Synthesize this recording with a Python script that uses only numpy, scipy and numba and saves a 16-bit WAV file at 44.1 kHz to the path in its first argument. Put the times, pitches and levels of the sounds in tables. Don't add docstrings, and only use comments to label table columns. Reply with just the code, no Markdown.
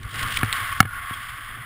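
import sys
import numpy as np
from scipy import signal
from scipy.fft import rfft, irfft
from scipy.io import wavfile
from scipy.ndimage import uniform_filter1d
from numba import njit

SR = 44100
rng = np.random.default_rng(int(sys.argv[2]) if len(sys.argv) > 2 else 0)


def store_wav(level_fs):
    pcm = np.round(np.clip(np.atleast_2d(level_fs), -1, 1) * 32767)
    wavfile.write(sys.argv[1], SR, pcm.T.astype(np.int16))


def attenuation_scalar(level_db):
    decades = np.asarray(level_db, float) / 20
    return 10 ** decades


N = 72765

# frequency in Hz, relative level in dB, t60 in seconds.
MOUNT_MODES = [(108.4, 5.5, 0.11), (230, -5, 0.096)]
# frequency in Hz, relative density in dB per Hz.
FABRIC_SPECTRUM = [(800, -14), (1500, -2.5), (3000, 0), (5000, -8.5), (6000, -8)]


def table(rows):
    return np.array(rows, float).T


def unit(x):
    return x / np.sqrt(np.mean(x ** 2))


def colour(x, points):
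    hz, db = table(points)
    log_hz = np.log(np.arange(N // 2 + 1) * SR / N + 1)
    gain_db = np.interp(log_hz, np.log(hz), db, left=-90, right=-90)
    return irfft(rfft(x) * attenuation_scalar(gain_db), N)


def band(x, hz, width_hz):
    return signal.lfilter(*signal.iirpeak(hz, hz / width_hz, SR), x)


def walk(rate_hz):
    k = int(SR / rate_hz)
    steps = np.repeat(rng.standard_normal(N // k + 1), k)
    return unit(uniform_filter1d(uniform_filter1d(steps, k), k)[:N])


def ring(x, modes):
    out = 0
    for hz, db, t60_s in modes:
        pole = np.exp(2j * np.pi * hz / SR - np.log(1000) / (t60_s * SR))
        out = out + attenuation_scalar(db) * signal.lfilter([1], [1, -pole], x).real
    return out


def bump(at_s, length_s):
    return np.sin(np.pi * np.clip((np.arange(N) / SR - at_s) / length_s, 0, 1))


@njit
def follow(x, attack, release):
    y, e = np.empty(len(x)), 0.
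    for i in range(len(x)):
        a = abs(x[i])
        e += (a - e) * (attack if a > e else release)
        y[i] = e
    return y


def wind():
    # time in seconds, rush in dB, upper rush re rush in dB, buffet in dB.
    course = [(0, -56.5, 5.5, -44), (.05, -40.5, -17.5, -36.5), (.12, -41, -4, -39), (.2, -32.5, -2.5, -31),
              (.27, -28, -14.5, -32), (.33, -34, -1, -39), (.4, -31, -15, -34), (.48, -31, -14.5, -42.5),
              (.57, -28, -7.5, -38), (.67, -30, -10, -42.5), (.79, -33.5, -11.5, -41),
              (.88, -41.5, -12, -45), (.96, -35, -14, -42), (1.1, -34.5, -11, -44.5),
              (1.25, -37, -7, -40.5), (1.35, -37, -10, -52), (1.5, -38.5, -10, -42.5),
              (1.65, -38, -13, -53)]
    # frequency in Hz, relative density in dB per Hz.
    rush_spectrum = [(180, -61), (300, -63), (550, -32.5), (714, -16.5), (825, -22), (989, -16.5),
                     (1100, 1.5), (1200, -2.5), (1430, -4.5), (2130, -6.5), (2600, -23), (3380, -20),
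                     (5720, -120)]
    upper_spectrum = [(1410, -2), (2400, -6), (2630, -3.5), (3210, 1), (3670, -4), (3950, -10),
                      (5230, -10.5), (6000, -24), (7800, -54), (13200, -120)]
    buffet_spectrum = [(8.8, -33), (15, 1), (59, -2.5), (108, -3.5), (124, -4), (151, -16), (276, -21),
                       (308, -36), (400, -28.5), (520, -33), (880, -120)]
    cavity_hz, cavity_width_hz, cavity_re_rush_db = 1101, 18.6, -17
    eddy_rate_hz, eddy_spread_db = 120, 1
    buffet_rate_hz, buffet_spread_db = 37, 4
    whistle_at_s, whistle_length_s = 0.847, 0.16
    whistle_hz, whistle_width_hz, whistle_db = 1442, 43, -32.5

    t = np.arange(N) / SR
    s, rush_db, upper_db, buffet_db = table(course)
    eddies = rng.standard_normal(N) * attenuation_scalar(eddy_spread_db * walk(eddy_rate_hz))
    cavity = unit(band(eddies, cavity_hz, cavity_width_hz))
    rush = unit(colour(eddies, rush_spectrum)) + attenuation_scalar(cavity_re_rush_db) * cavity
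    rush = rush + attenuation_scalar(np.interp(t, s, upper_db)) * unit(colour(eddies, upper_spectrum))
    slow_eddies = rng.standard_normal(N) * attenuation_scalar(buffet_spread_db * walk(buffet_rate_hz))
    buffet = unit(colour(slow_eddies, buffet_spectrum))
    whistle = unit(band(rng.standard_normal(N), whistle_hz, whistle_width_hz))
    whistle = whistle * bump(whistle_at_s, whistle_length_s)
    out = attenuation_scalar(np.interp(t, s, rush_db)) * rush
    out = out + attenuation_scalar(np.interp(t, s, buffet_db)) * buffet
    return out + attenuation_scalar(whistle_db) * whistle


def flutter():
    # time in seconds, fabric grit in dB, low rustle in dB, mount hum in dB.
    course = [(0, -66, -55, -49), (.1, -50.5, -55, -43), (.2, -44, -46.5, -37), (.35, -37.5, -50.5, -42),
              (.42, -37, -44.5, -36.5), (.6, -45, -50, -57.5), (.78, -47.5, -58.5, -50),
              (.9, -68, -66, -70), (1.15, -62, -60, -57.5), (1.3, -65, -63, -51.5), (1.5, -59, -59.5, -50),
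              (1.58, -64, -55, -39.5), (1.65, -54, -66, -45.5)]
    # frequency in Hz, relative density in dB per Hz.
    rustle_spectrum = [(140, -11), (220, 6), (400, 1), (760, -3.5), (950, -1)]
    grit_rate_hz, grit_limit_db = 220, 10.5
    rustle_rate_hz, rustle_limit_db = 40.35, 6.2
    hum_hz, hum_width_hz = MOUNT_MODES[0][0], 27.3

    s, *levels = table(course)
    grit_db, rustle_db, hum_db = (np.interp(np.arange(N) / SR, s, db) for db in levels)
    grit = rng.standard_normal(N) * attenuation_scalar(grit_limit_db * np.tanh(walk(grit_rate_hz)))
    grit = unit(colour(grit, FABRIC_SPECTRUM))
    rustle = rng.standard_normal(N) * attenuation_scalar(rustle_limit_db * np.tanh(walk(rustle_rate_hz)))
    rustle = unit(colour(rustle, rustle_spectrum))
    hum = band(rng.standard_normal(N), hum_hz, hum_width_hz)
    hum = unit(band(hum, hum_hz, 2 * hum_width_hz))
    return attenuation_scalar(grit_db) * grit + attenuation_scalar(rustle_db) * rustle + attenuation_scalar(hum_db) * hum


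def crackles():
    # start in seconds, level in dB, length in seconds.
    bursts = [(0.03, -39, 0.0064), (0.052, -43, 0.0047), (0.131, -41, .004), (0.142, -31, 0.0029),
              (0.157, -27, 0.0038), (0.184, -32, 0.002), (0.192, -26, 0.0032), (0.225, -27, 0.01),
              (.2748, -29, 0.0044), (0.3207, -26.5, 0.0078), (0.34, -27, 0.0046), (0.359, -31, 0.014),
              (0.412, -47, .003), (.3714, -19.5, 0.005), (0.5271, -12, 0.0013), (0.5311, -24, 0.0023),
              (.533, -21.5, 0.0023), (.629, -37, 0.0036), (1.085, -46, 0.005), (1.135, -41, 0.0071),
              (1.147, -36, 0.0023)]
    grit = unit(colour(rng.laplace(size=N), FABRIC_SPECTRUM))
    return grit * sum(attenuation_scalar(db) * bump(at_s, length_s) for at_s, db, length_s in bursts)


def strap():
    # start in seconds, level in dB, length in seconds, low-tone share (0-1).
    chirps = [(0.369, -11.5, 0.0051, 0.51), (1.132, -30.5, 0.015, 0)]
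    tones_hz = (2120, 3300)
    t, phases_rad = np.arange(N) / SR, rng.uniform(0, 2 * np.pi, 2)
    low, high = (np.sin(2 * np.pi * hz * t + p) for hz, p in zip(tones_hz, phases_rad))
    out = np.zeros(N)
    for at_s, db, length_s, share in chirps:
        out += attenuation_scalar(db) * bump(at_s, length_s) ** 2 * (share * low + (1 - share) * high)
    return out


def knocks():
    # start in seconds, ring in dB, thud in dB, mount swing in dB,
    # contact length in seconds, push direction (sign).
    hits = [(0.4319, -7.5, -20.5, -19, 0.002, 1), (.8036, 16, 3.5, -15, 0.0033, 1),
            (0.8284, -13, -24, -23, 0.0031, -1), (0.8509, -26, -24, -34, 0.0021, -1),
            (0.8543, -18, -28.5, -21.5, 0.0037, 1), (0.8567, -18, -26, -33, .005, 1),
            (1.1087, -22, -30.5, -33.5, 0.0026, -1)]
    # frequency in Hz, relative level in dB, t60 in seconds.
    case_modes = [(775, -20.5, 0.028), (1355, -2.5, 0.013), (1683, -1, 0.012), (2160, -7, 0.017),
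                  (2887, -5.5, 0.0087), (4240, -20.5, 0.025)]
    thud_modes = [(79, -16.5, 0.037), (158, 5.5, 0.018)]
    blow_at_0_db_s, softer_exponent = 0.00029, 0.049
    rattle_share = 0.46
    body_cut_hz = 81

    sharp, thud, swing = np.zeros(N), np.zeros(N), np.zeros(N)
    rattle = uniform_filter1d(rng.standard_normal(N), size=7)
    for at_s, ring_db, thud_db, swing_db, contact_s, direction in hits:
        shape = bump(at_s, contact_s)
        blow = bump(at_s, blow_at_0_db_s * attenuation_scalar(-softer_exponent * ring_db))
        contact_rattle = rattle_share * rattle * shape / np.sqrt(shape.sum())
        sharp += attenuation_scalar(ring_db) * (contact_rattle - blow / blow.sum())
        push = np.sign(direction) * shape / shape.sum()
        thud += attenuation_scalar(thud_db) * push
        swing += attenuation_scalar(swing_db) * push
    body = ring(thud, thud_modes) + ring(swing, MOUNT_MODES)
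    body = signal.lfilter(*signal.butter(2, body_cut_hz, "high", fs=SR), body)
    return ring(sharp, case_modes) + body


def scene():
    mono = wind() + flutter() + crackles() + strap() + knocks()
    return np.array([mono, mono])


def roll_off(x):
    return signal.sosfilt(signal.butter(12, 15940, fs=SR, output="sos"), x)


def record(dry):
    agc_top_db, agc_ratio, agc_attack_s, agc_release_s = -15, 1.83, 0.0063, 0.076
    rate_up, rate_down, hold = 40, 147, 4
    top_hz = 15500
    side_db, side_rate_hz = -34.5, 40

    mono = dry[0]
    env = follow(mono, 1 / (agc_attack_s * SR), 1 / (agc_release_s * SR))
    gain = np.minimum(1, attenuation_scalar(agc_top_db) / (env + 1e-9)) ** (1 - 1 / agc_ratio)
    coarse = np.clip(signal.resample_poly(mono * gain, rate_up, rate_down), -1, 1)
    held = signal.resample_poly(np.repeat(coarse, hold), rate_down, rate_up * hold)[:N]
    held = signal.sosfilt(signal.ellip(8, .2, 60, top_hz, fs=SR, output="sos"), held)
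    side = attenuation_scalar(side_db) * held * walk(side_rate_hz)
    return roll_off(np.array([held + side, held - side]))


dry = scene()
out = record(dry)
store_wav(out)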